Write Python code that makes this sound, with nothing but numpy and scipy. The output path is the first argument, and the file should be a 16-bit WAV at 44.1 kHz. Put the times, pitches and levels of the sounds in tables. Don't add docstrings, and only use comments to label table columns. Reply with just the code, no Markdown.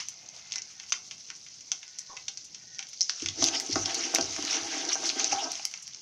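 import sys
import numpy as np
from scipy import signal
from scipy.fft import rfft, irfft, next_fast_len
from scipy.io import wavfile
from scipy.ndimage import uniform_filter1d, map_coordinates

SR = 44100
rng = np.random.default_rng(int(sys.argv[2]) if len(sys.argv) > 2 else 0)


def voltage_ratio(decibels):
    exponent = np.asarray(decibels, float) / 20
    return 10 ** exponent


def transcribe(signal):
    frames = np.atleast_2d(signal).T
    limited = np.clip(frames, -1, 1)
    pcm = np.round(limited * 32767).astype(np.int16)
    wavfile.write(sys.argv[1], SR, pcm)


N = 265041

# f/Hz, level/dB
BURST_COLOUR = [(590, -31), (1000, -14.5), (1340, -12), (1880, -14.5), (2090, -10), (2520, -11.5),
                (2730, -8.5), (3790, -8.5), (6040, 3.5), (6480, -0.5), (8090, -22.5), (14300, -41.5),
                (16300, -27)]
# f/Hz, width/Hz, level/dB
BELLY_MODES = [(249, 40, -9.5), (286.4, 25, 0.5), (334.7, 11.6, 3), (377.3, 13.5, -2), (446, 54, -7),
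               (552, 44, -15), (192, 55, -21.5)]
# f/Hz, width/Hz, level/dB
RIM_MODES = [(662, 41, -3), (797, 24, -0.5), (762, 42, -8), (913, 43, -6), (1104, 12, -8.5),
             (1282, 14, -6.5), (1400, 42, -17.5), (1567, 12.5, -5.5)]


def unit(x):
    return x / np.sqrt(np.mean(x ** 2) + 1e-20)


def along(points, hz):
    f, v = np.transpose(points)
    return np.interp(np.log(hz + 1), np.log(f + 1), v)


def envelope(times_s, levels):
    return np.interp(np.arange(N) / SR, times_s, levels)


def wobble(rate):
    knots = rng.standard_normal(int(N * rate / SR) + 4)
    return map_coordinates(knots, [np.arange(N) * rate / SR])


def filtered(x, response):
    m = 2 * next_fast_len(N // 2 + SR // 4)
    return irfft(rfft(x, m) * response(np.fft.rfftfreq(m, 1 / SR)), m)[:N]


def below(edge_hz, order=4):
    return lambda f: signal.freqs(*signal.butter(order, edge_hz, analog=True), f)[1]


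def above(edge_hz, order=4):
    return lambda f: signal.freqs(*signal.butter(order, edge_hz, "high", analog=True), f)[1]


def causal(spectrum):
    def response(hz):
        cepstrum = irfft(np.log(voltage_ratio(along(spectrum, hz)) + 1e-6))
        half = len(cepstrum) // 2
        return np.exp(rfft(np.r_[cepstrum[0], 2 * cepstrum[1:half], np.zeros(half)]))
    return response


def modes(table):
    def response(f):
        total = 0
        for k, (centre, width, db) in enumerate(table):
            damping = 1j * f * width
            total = total + (-1) ** k * voltage_ratio(db) * damping / (centre * centre - f * f + damping)
        return total
    return response


def patchy(depth_db, bins, frames, size=256):
    z = signal.stft(rng.standard_normal(N), nperseg=size)[2]
    field = uniform_filter1d(rng.standard_normal(z.shape), bins, 0)
    field = uniform_filter1d(field, frames, 1)
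    return unit(signal.istft(z * voltage_ratio(depth_db * unit(field)), nperseg=size)[1][:N])


def ticks(rate, spread_db):
    chance, sign, size = rng.random((3, N))
    return unit((chance < rate / SR) * np.sign(sign - .5) * voltage_ratio(-spread_db * np.log(1 - size)))


def surges(s, db, fall_s, rise):
    coarse = np.arange(0, N + 64, 64)
    lag = coarse[:, None] / SR - s
    drop_db = 10 * np.where(lag < 0, -lag / rise, lag) / np.abs(fall_s)
    power = voltage_ratio(2 * (db - drop_db)).sum(axis=1)
    return np.interp(np.arange(N), coarse, np.sqrt(power))


def swell(s, length):
    return envelope([s, s + .006, s + .8 * length, s + 1.2 * length], [0, 1, .7, 0])


def bubbles(rate, centre_hz, spread, cycles, size_db):
    u = rng.random((int(rate * N / SR), 3))
    hz = np.clip(centre_hz * np.exp(spread * rng.standard_normal(len(u))), 500, 15000)[:, None]
    t = np.arange(320) / SR
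    size = np.minimum(-np.log(1 - u[:, 1:2]), 4.2)
    tone = voltage_ratio(size_db * size) * np.exp(-t * hz / cycles) * np.sin(2 * np.pi * hz * t)
    at = (u[:, :1] * N).astype(int) + np.arange(320)
    return unit(np.bincount(at.ravel(), tone.ravel(), N + 320)[:N])


def froth(centre_hz, cycles, band, crackle_db, patchy_db):
    hiss = patchy(patchy_db, 4, 11) * voltage_ratio(1.2 * wobble(30))
    clumps = voltage_ratio(1.5 * wobble(22) + 2 * wobble(80))
    crackle = unit(clumps * bubbles(700, centre_hz, spread=.4, cycles=cycles, size_db=2.6))
    return unit(filtered(hiss + voltage_ratio(crackle_db) * crackle, lambda f: causal(BURST_COLOUR)(f) * band(f)))


def fizz():
    # t/s, fizz level/dB
    steam_flow = [(0, -46.5), (.24, -52), (.96, -54), (1.56, -51.5), (2.15, -50), (2.96, -50.5),
                  (3.3, -48.5), (3.45, -40.5), (5.45, -40.5), (5.62, -53.5), (5.87, -50.5), (6.01, -50)]
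    # t/s, fizz level/dB, time to fall 10 dB/s, splash over fizz/dB, spray over fizz/dB
    flare_events = [(0, -40.5, -0.04, 1, -11.5), (.54, -56, 0.37, 0.5, -18), (.95, -51.5, 1.2, -15, -8),
                    (3.11, -41.5, -0.21, -43, -22), (3.23, -41, -0.04, -4.5, -8.5),
                    (3.431, -25.5, -0.0263, -13.5, -17), (3.476, -26, 0.02, -11, -12),
                    (3.557, -32, 0.02, -3, -12), (3.76, -34, -0.06, -28, -29),
                    (3.901, -34.5, 0.03, -5, -13), (4.035, -33.5, 0.0651, -5, -18),
                    (4.16, -30, 0.01, -1.5, -21), (4.228, -28.5, 0.0023, -3, -32),
                    (4.335, -35, 0.08, -12, -13), (4.536, -34.5, 0.097, -2, -12),
                    (4.74, -36, 0.16, -3.5, -15), (4.92, -32.5, 0.01, -2, -10),
                    (5.072, -32.5, 0.04, -4.5, -5), (5.201, -30, 0.03, -4.5, -24),
                    (5.26, -31.5, -0.0231, -8, -28), (5.329, -34.5, 0.0353, -3.5, -27),
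                    (5.42, -30, 0, -6.5, -31), (5.53, -41.5, -0.22, -8, -12), (5.7, -51, 0.1, -10, -2)]
    flow_db = envelope(*np.transpose(steam_flow))
    s, db, fall_s, splash_db, spray_db = np.transpose(flare_events)
    flutter = voltage_ratio(2.5 * wobble(28))

    def level(calm_db, flare_db):
        return np.hypot(voltage_ratio(calm_db), flutter * surges(s, flare_db, fall_s, rise=0.96))

    def middle_band(f):
        return above(3600)(f) * below(7400, order=8)(f)

    def tiny_band(f):
        return above(7800)(f) * (.12 + below(11700, order=12)(f))

    def calm_band(f):
        return 0.23 + 0.69 * np.abs(above(1850)(f))

    large = froth(2400, 4, below(3600), crackle_db=-10.5, patchy_db=3)
    middle = froth(5800, 2.0, middle_band, crackle_db=-6.5, patchy_db=1.5)
    tiny = froth(13900, 1.5, tiny_band, crackle_db=-4.5, patchy_db=2.5)
    over_db = flow_db + 50
    calm_splash = voltage_ratio(-64.5 + 1.9 * over_db) * filtered(large, calm_band)
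    flare_splash = level(-120, db + splash_db - 2.0) * large
    spray = level(-68.5 + 2.1 * over_db, db + spray_db) * tiny
    return calm_splash + flare_splash + level(flow_db, db) * middle + spray


def kitchen():
    # f/Hz, level/dB
    hum_colour = [(20, -51), (48, -13), (75, -8), (140, 0), (270, -7), (500, -10), (800, -10), (1550, -27),
                  (2300, -10.5), (4000, -38)]
    hum = filtered(patchy(2.4, 7, 14, size=1024), lambda hz: voltage_ratio(along(hum_colour, hz)))
    return voltage_ratio(-66.5) * unit(hum)


def air():
    hiss = unit(filtered(rng.standard_normal(N), above(8000)))
    specks = unit(filtered(ticks(28, spread_db=2), above(9500)))
    return voltage_ratio(-91) * hiss + voltage_ratio(-89) * specks


def plips():
    # t/s, peak level/dB, f/Hz
    quiet_plips = [(0.0025, -30.5, 5350), (0.005, -31, 5070), (0.0863, -20, 6010), (0.2888, -29, 6270),
                   (0.5288, -21, 6300), (0.5587, -28, 3960), (0.5587, -18, 5500), (0.5872, -28, 5500),
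                   (0.6201, -27.5, 6600), (0.9054, -25, 5950), (0.9228, -23, 1360), (0.9279, -12.5, 6170),
                   (0.9404, -26, 2100), (0.9583, -32, 5680), (1.7186, -22.5, 3440), (1.7231, -18, 5900),
                   (1.9915, -22.5, 6040), (2.1726, -28.5, 2640), (2.7867, -25.5, 5650),
                   (2.8296, -34.5, 5680), (3.0141, -7.5, 5260), (3.0181, -9.5, 5900), (3.0256, -20, 5600),
                   (3.0306, -16, 6450), (3.096, -25.5, 1490), (3.0975, -25, 2170), (3.103, -28, 4530),
                   (3.2025, -34, 2800), (3.2435, -40, 1500), (5.532, -28, 4240), (5.5545, -31.5, 3300),
                   (5.5675, -35, 2400), (5.5965, -29, 2780), (5.616, -36, 4300), (5.934, -38, 3600),
                   (3.1005, -25, 5900), (3.2232, -28, 6350), (3.2451, -33, 6050), (3.2696, -27, 5680),
                   (3.2875, -21, 3340)]
    # t/s, peak level/dB, f/Hz
    stirred_plips = [(3.4245, -23, 3340), (3.4269, -13, 6100), (3.4302, -21, 6400), (3.4417, -15.5, 3700),
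                     (3.4617, -12, 6250), (3.4827, -15, 6200), (3.549, -24, 5680), (3.5703, -22, 5070),
                     (3.664, -21, 6010), (3.729, -24, 6260), (3.732, -15, 5600), (3.7597, -19, 4870),
                     (3.7634, -30, 5600), (3.8348, -23, 6010), (3.8593, -20, 3340), (3.8591, -14.5, 5540),
                     (3.865, -28, 5350), (3.948, -19, 5680), (3.952, -17.5, 6010), (3.98, -23, 5680),
                     (3.9934, -23, 6010), (4.0268, -21, 5680), (4.039, -20, 5630), (4.0536, -26, 5680),
                     (4.149, -11, 6100), (4.212, -18, 4600), (4.2267, -19, 6060), (4.2434, -21, 5680),
                     (4.5117, -17, 5400), (4.531, -17, 5730), (4.5427, -22, 3010), (4.5693, -19, 6010),
                     (4.7746, -26, 5750), (4.78, -25, 6350), (4.836, -26, 6010), (4.8925, -17.5, 5680),
                     (4.9039, -24, 4130), (4.931, -14, 6010), (4.933, -13, 5680), (4.9387, -19, 5560),
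                     (4.9556, -15, 6010), (5.039, -23, 6010), (5.042, -19, 6060), (5.057, -21, 4340),
                     (5.093, -13, 4340), (5.1045, -28, 5680), (5.1973, -13, 6010), (5.2027, -27, 5680),
                     (5.2501, -24, 6010), (5.279, -17, 6010), (5.3231, -17.5, 6010), (5.3279, -18.5, 6010),
                     (5.3313, -20, 5640), (5.34, -20, 6010), (5.3434, -23, 6010), (5.4415, -18, 5680),
                     (5.4446, -21, 5350), (5.518, -23, 5630)]
    ring_s = 0.0015
    x, t = np.zeros(N + SR), np.arange(400) / SR
    age = t / ring_s
    shape = (2 * np.e * age * np.exp(-2 * age)) ** 2
    for s, db, hz in [*quiet_plips, *stirred_plips]:
        start = round((s - ring_s / 2) * SR)
        x[start:][:len(t)] += voltage_ratio(db - 2) * shape * np.sin(2 * np.pi * hz * t)
    return x[:N]


def bursts():
    # t/s, peak level/dB, cavity f/Hz, cavity level/dB
    quiet_blisters = [(.5097, -41, 3400, -11), (.5208, -17, 3380, -15.5), (.5375, -29.5, 2540, -8.5),
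                      (.5573, -14, 1820, -20), (.5816, -24, 2050, -10.5), (.7981, -35.5, 2600, -5.5),
                      (.832, -38.5, 2270, -6.5), (.9218, -14, 3240, -9), (1.1108, -33.5, 2740, -2.5),
                      (1.2885, -48, 2330, -2), (1.3014, -34, 2130, -3.5), (1.4641, -40, 2560, -7),
                      (1.7169, -14.5, 3160, -13), (1.829, -39, 2400, -5), (2.1672, -31.5, 2600, -5.5),
                      (2.2814, -17, 3240, -15), (2.5461, -26.5, 3000, -15.5), (2.791, -25.5, 2500, -6.5),
                      (2.826, -28.5, 2540, -10), (3.095, -17, 4170, -10), (3.2593, -20.5, 2680, -8.5),
                      (3.2857, -16.5, 3100, -12.5)]
    # t/s, peak level/dB, cavity f/Hz, cavity level/dB
    stirred_blisters = [(3.424, -16, 1230, -11), (3.485, -14, 3230, -14), (3.711, -26, 3300, -10),
                        (3.7265, -18, 3940, -17), (3.7563, -15, 1310, -5.5), (3.8568, -16, 3570, -14.5),
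                        (4.185, -20, 2710, -9), (4.363, -10.5, 1560, -21), (4.528, -20, 3170, -11.5),
                        (5.056, -15, 3730, -20.5), (5.0915, -22, 4330, -14), (5.0995, -27, 2630, -1.5),
                        (5.5955, -37, 2470, -5.5), (5.7386, -21.5, 2180, -14)]
    # t/s, peak level/dB, snap level/dB
    quiet_seeds = [(.085, -12, -18.5), (0.2868, -30.5, -52), (0.477, -30, -45), (0.6183, -22, -54),
                   (0.896, -26, -21), (1.1807, -34, -27.5), (1.3525, -33, -33), (1.541, -34, -46),
                   (1.6075, -25, -35), (1.8788, -28, -30), (1.9862, -18.5, -13.5), (2.063, -34, -45),
                   (2.373, -18.5, -39), (2.4453, -34, -6), (2.746, -28, -47), (2.8684, -29.5, -39.5),
                   (2.887, -33.5, -9), (2.9306, -23, -23), (3.0079, -4, -32), (3.202, -26, -25.5),
                   (3.221, -20, -40), (5.8238, -31, -6)]
    # t/s, peak level/dB, snap level/dB
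    stirred_seeds = [(3.441, 2.5, -19), (3.599, -3, -18.5), (3.4245, -10, -32), (3.7297, -23, -47),
                     (3.9444, -9, -13.5), (4.148, 6.5, -16.5), (4.2104, -9, -32), (4.4244, -11, -22),
                     (4.45, -10, -22), (4.8505, -13, -37), (4.9468, -13.5, -30), (5.27, -16, -39),
                     (5.196, -7.5, -30), (5.2435, -1.5, -41), (5.5172, -9.5, -13), (5.5299, -25, -23),
                     (5.5539, -18, -45), (5.6141, -46, -19), (5.652, 3.5, -20.5), (5.713, -23, -15),
                     (5.877, -19.5, -18), (5.934, -28.5, -47), (5.946, -21, -49.5)]
    rows = []
    for blisters, seeds, t60 in ((quiet_blisters, quiet_seeds, 0.046),
                                 (stirred_blisters, stirred_seeds, 0.022)):
        both = [(s, db, hz, cavity_db, -31) for s, db, hz, cavity_db in blisters]
        for s, db, snap_db in seeds:
            cavity_db = -23.5 - 0.22 * (db + 25.5)
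            both.append((s, db, 3000, cavity_db, snap_db))
        for row in both:
            rows.append((*row, t60 * voltage_ratio(-0.21 * (row[1] + 35))))
    return rows


def snap_reach(s, strength_db):
    mist_s, mist_hz = (.085, .8963, 2.887, 2.932, 3.008, 5.877), 14600
    if np.abs(s - np.array(mist_s)).min() < .006:
        return mist_hz
    reach_hz = np.clip(10400 + 450 * (strength_db + 48), 9000, mist_hz)
    stirring = 3.4 < s < 5.8
    return reach_hz if stirring else min(reach_hz, 11700)


def pops():
    # f/Hz, level/dB, t60/s (time to die by 60 dB)
    wall_rings = [(750, 10, 1), (1050, -10, 0.84), (1498, -11.5, 0.042), (2026, 5.5, 0.15),
                  (1858, -3.5, 0.073), (2170, 3, 0.21), (2680, 3, 0.25), (3126, -1, 0.083),
                  (3835, 2, 0.018), (4340, 5, 0.062)]
    t = np.arange(SR // 6) / SR
    body, deep, snap = np.zeros((3, N + SR))
    for s, db, hz, cavity_db, snap_db, t60 in bursts():
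        noise, chance = rng.standard_normal((2, len(t)))
        crack = 0.45 * voltage_ratio(-60 * t / 0.0023) * noise
        crack[0] = 3.34
        droplets = (chance > 2.2) * noise * voltage_ratio(8.5 - 60 * t / t60)
        steam = noise * voltage_ratio(-13.5 - 60 * t / (2.0 * t60))
        burst = crack + droplets + steam
        cavity = signal.lfilter(*signal.iirpeak(np.clip(hz, 600, 6000), 1.9, SR), burst)
        start = round((s + .0006) * SR)
        at = slice(start, start + len(t))
        body[at] += voltage_ratio(db) * burst
        deep[at] += voltage_ratio(db + cavity_db + 25.5) * cavity
        bright = 0.34 * crack + 0.04 * droplets + 0.84 * steam * voltage_ratio(-60 * t / 0.28)
        bright = signal.lfilter(*signal.butter(10, snap_reach(s, db + snap_db), fs=SR), bright)
        snap[at] += voltage_ratio(db + snap_db + 31.0) * bright
    deep = deep[:N]
    sizzle = filtered(body[:N], lambda f: above(3800)(f) * below(7600)(f))
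    drive = deep + sizzle + filtered(snap[:N], above(7480))
    wall = [(hz, np.log(1000) / np.pi / t60, db) for hz, db, t60 in wall_rings]

    def pan_ring(f):
        rim = voltage_ratio(1.0) * modes(RIM_MODES)(f) * above(760)(f)
        belly = voltage_ratio(-5.5) * modes(BELLY_MODES)(f)
        return (voltage_ratio(-9.0) * modes(wall)(f) + rim + belly) * below(5500)(f)

    return voltage_ratio(0.5) * filtered(drive, causal(BURST_COLOUR)) + filtered(deep, pan_ring)


def scuff():
    colour = [(710, 310, -1.8), (2100, 130, -0.089), (2540, 190, -0.99)]  # f/Hz, width/Hz, level/dB
    rub = filtered(patchy(2.3, 3, 12), lambda f: modes(colour)(f) ** 2)
    return voltage_ratio(-61.5) * unit(rub) * envelope((.1, .2, .45, .62), [0, 1, 1, 0])


def crow():
    # t/s, length/s, level/dB
    caws = [
        (0.705, 0.16, -66.5),
        (1.85, 0.39, -64.5),
        (2.636, 0.29, -60.5),
    ]
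    # f/Hz, width/Hz, level/dB
    throat = [
        (1476, 38, 0),
        (1874, 140, -1),
    ]
    voice = unit(filtered(rng.standard_normal(N), lambda f: modes(throat)(f) ** 2))
    loudness = np.zeros(N)
    for s, length, db in caws:
        times_s = [s - 0.38 * length, s + 0.32 * length, s + 0.63 * length, s + 0.92 * length]
        loudness += voltage_ratio(db) * envelope(times_s, [0, 0.85, 0.93, 0])
    return voice * loudness


def far_knock():
    # t/s, level/dB, f/Hz
    bumps = [
        (2.092, -45.5, 1060),
        (2.12, -54, 800),
    ]
    x, t = np.zeros(N), np.arange(SR // 10) / SR
    for s, db, hz in bumps:
        x[round(s * SR):][:len(t)] += voltage_ratio(db - 60 * t / 0.021) * np.sin(2 * np.pi * hz * t * (1 - 3 * t))
    return x


def scrapes():
    # t/s, scrape level/dB, time to fall 10 dB/s, rim over scrape/dB
    stroke_events = [(3.24, -66, -1, -3), (3.422, -32, 0.04, -13), (3.5, -46.5, -0.13, 6.5),
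                     (3.587, -46, -0.11, -9), (3.64, -64.5, 0.5, 0), (3.761, -35, 0, -15),
                     (3.881, -47.5, 0.06, 5.5), (4.058, -43, 0.28, -1), (4.2, -36, 0.04, -9.5),
                     (4.451, -41.5, 0.04, 4.5), (4.69, -43, 0.41, -0.5), (5.06, -36, 0, -9),
                     (5.2, -42, 0.11, -0.5), (5.312, -49.5, -0.33, 3), (5.42, -47.5, -0.16, 8)]
    s, db, fall_s, rim_db = np.transpose(stroke_events)
    slips = voltage_ratio(4.13 * wobble(30)) * (ticks(200, spread_db=0.5) + 1.02 * rng.standard_normal(N))
    belly = surges(s, db, fall_s, rise=0.49) * unit(filtered(slips, modes(BELLY_MODES)))
    rim = surges(s, db + rim_db, fall_s, rise=0.49) * unit(filtered(slips, modes(RIM_MODES)))
    return belly + rim


def knocks():
    # t/s, peak level/dB, hardness/dB
    blows = [(3.365, -28, -24.5), (3.218, -18, -31), (3.258, -36, -24), (3.384, -21.5, -25),
             (3.4212, -10.5, -3.5), (3.688, -14.5, -23), (3.756, -7.5, -4.5), (3.873, -37, 5),
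             (3.992, -37, 7.5), (4.076, -44, -10), (4.137, -17, 0.5), (4.182, -13.5, 1), (4.382, -18, -7.5),
             (4.435, -20.5, -16.5), (4.569, -26, -32), (4.6, -36, 4), (4.644, -54, 10), (4.763, -21, -3.5),
             (4.952, -32, 10.5), (5.03, -25.5, 4), (5.122, -27, -5.5), (5.158, -21, -7), (5.327, -30, 11),
             (5.594, -54, 16.5)]
    soft, hard, t = np.zeros(N), np.zeros(N), np.arange(120) / SR
    push = np.sin(np.pi * t * SR / len(t)) ** 2
    click = voltage_ratio(-60 * t / 0.00048)
    for s, db, hardness_db in blows:
        soft[round((s + .0005) * SR):][:len(t)] += voltage_ratio(db + 1.0) * push
        sign = np.sign(rng.standard_normal())
        hard[round((s + .0025) * SR):][:len(t)] += voltage_ratio(db + hardness_db + 23.0) * click * sign

    def thud(f):
        return modes(RIM_MODES)(f) + voltage_ratio(-16.5) * above(500, order=2)(f) * below(1700, order=2)(f)

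    return filtered(soft, modes(BELLY_MODES)) + filtered(hard, thud)


def rocking():
    # t/s, length/s, level/dB
    tips = [
        (3.23, 0.099, -50),
        (3.406, 0.05, -47.5),
        (3.723, 0.14, -46.5),
        (4.2, 0.18, -52.5),
        (4.62, 0.046, -55),
        (5.315, 0.043, -56),
    ]
    stand_hz, soft_edge_s = 96.5, 0.023
    jolt = [(36, 47, -7), (146, 48, -1)]
    ring = np.sqrt(2) * np.sin(2 * np.pi * stand_hz * np.arange(N) / SR + .6 * wobble(15))
    shudder = voltage_ratio(-3) * unit(filtered(rng.standard_normal(N), modes(jolt)))
    sway = sum(voltage_ratio(db) * swell(s, length) for s, length, db in tips)
    return uniform_filter1d(sway, int(soft_edge_s * SR)) * (ring + shudder)


def spoon():
    touching = envelope((3.17, 3.21, 5.47, 5.53), [0, 1, 1, 0])
    contact = touching * scrapes() + knocks()
    return touching * rocking() + filtered(contact, lambda f: above(150, order=2)(f) * below(3500)(f))


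def vents():
    # middle t/s, length/s, level/dB, f/Hz
    jets = [(3.437, 0.023, -37, 4580), (3.452, 0.035, -37, 2880), (3.477, 0.035, -28, 6430),
            (3.488, 0.029, -43, 3620), (3.489, 0.032, -41, 4650), (3.549, 0.033, -31.5, 3020),
            (3.564, 0.068, -30.5, 5200), (3.575, 0.03, -34, 4750), (3.73, 0.023, -28, 4600),
            (3.772, 0.025, -37, 5680), (3.818, 0.06, -30.5, 6020), (3.862, 0.018, -27, 5230),
            (3.957, 0.049, -32.5, 4400), (3.988, 0.024, -34, 6660), (4.038, 0.045, -35, 5400),
            (4.153, 0.02, -22.5, 6100), (4.152, 0.019, -35, 3940), (4.155, 0.023, -40, 6850),
            (4.195, 0.035, -39, 2930), (4.216, 0.022, -32, 4600), (4.221, 0.027, -29, 5700),
            (4.497, 0.083, -36.5, 4000), (4.517, 0.052, -30, 5600), (4.538, 0.039, -50, 2930),
            (4.54, 0.081, -37, 6260), (4.55, 0.05, -29.5, 5930), (4.741, 0.038, -36.5, 2030),
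            (4.901, 0.022, -30.5, 4160), (4.908, 0.04, -38.5, 1540), (4.922, 0.054, -37.5, 3180),
            (4.936, 0.025, -24, 5700), (4.962, 0.022, -40, 1180), (5.076, 0.065, -43, 4310),
            (5.079, 0.067, -33, 5270), (5.094, 0.023, -41, 4310), (5.098, 0.034, -36, 3580),
            (5.202, 0.027, -32, 5740), (5.226, 0.058, -40, 3960), (5.247, 0.021, -41, 6160),
            (5.248, 0.03, -35, 4480), (5.323, 0.029, -34.5, 2600), (5.328, 0.028, -29, 6200),
            (5.361, 0.082, -41, 1120), (5.401, 0.039, -33.5, 3230), (5.431, 0.048, -32, 5350)]
    half_width_hz = 750 / 2
    x, noise = np.zeros(N + SR), rng.standard_normal((len(jets), SR // 4))
    for (s, length, db, hz), hiss in zip(jets, noise):
        n = min(int(abs(length) * 1.6 * SR), len(hiss))
        band = signal.butter(2, [hz - half_width_hz, hz + half_width_hz], "band", fs=SR)
        jet = unit(signal.lfilter(*band, hiss)[:n])
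        x[round(s * SR) - n // 2:][:n] += voltage_ratio(db - 3.5) * np.hanning(n) * jet
    return x[:N]


def spits():
    # t/s, peak level/dB
    droplet_clicks = [(3.4243, -12), (3.7115, -28), (3.7266, -9), (3.8575, -6), (5.1968, -10),
                      (4.0253, -18), (4.149, -13), (4.2107, -5), (4.2956, -15), (4.3251, -11.5),
                      (4.509, -7), (4.529, -12), (4.589, -27), (4.6409, -32), (4.7735, -19), (4.889, -6),
                      (5.0235, -9), (5.094, -17), (5.3218, -11), (5.517, -16), (5.6517, -12)]
    x = np.zeros(N)
    for s, db in droplet_clicks:
        x[round(s * SR)] = voltage_ratio(db + 4.5)
    return filtered(x, lambda f: causal(BURST_COLOUR)(f) * above(2500, order=2)(f))


def singing():
    # t/s, length/s, level/dB, f/Hz
    drags = [
        (5.345, 0.059, -29, 800),
        (5.322, 0.018, -29, 770),
        (5.32, 0.032, -37, 1300),
        (5.44, 0.031, -55, 800),
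        (5.414, 0.012, -42, 790),
        (4.648, 0.028, -42, 800),
        (5.594, 0.013, -42, 780),
    ]
    t = np.arange(N) / SR
    x = np.zeros(N)
    for s, length, db, hz in drags:
        tone = np.sin(2 * np.pi * hz * t + 1.45 * wobble(90))
        x += voltage_ratio(db + 2.9 * wobble(55)) * swell(s, length) * tone
    return x


def room(x, pieces=.3):
    # f/Hz, t60/s
    echo_t60 = [(300, 0.48), (2000, 0.2), (6000, 0.2), (12000, 0.096)]
    out, step = np.zeros(N + SR), int(pieces * SR)
    for a in range(0, N, step):
        hz, t, z = signal.stft(rng.standard_normal(SR // 2), SR, nperseg=256)
        fade = voltage_ratio(-60 * t / along(echo_t60, hz)[:, None])
        tail = signal.istft(z * fade, SR, nperseg=256)[1]
        wet = signal.fftconvolve(x[a:a + step], tail / np.linalg.norm(tail))
        out[a + 200:][:len(wet)] += wet
    return out[:N]


def scene():
    pan = pops() + spoon() + singing() + plips() + spits()
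    far = far_knock()
    echo = room(voltage_ratio(-10.5) * pan + voltage_ratio(11.0) * far)
    background = crow() + scuff() + kitchen() + air()
    return (pan + fizz() + vents() + .5 * far + echo + background)[None]


def roll_off(x):
    return signal.sosfilt(signal.butter(12, 15450, fs=SR, output="sos"), x)


def record(dry):
    return roll_off(dry)


dry = scene()
out = record(dry)
transcribe(out)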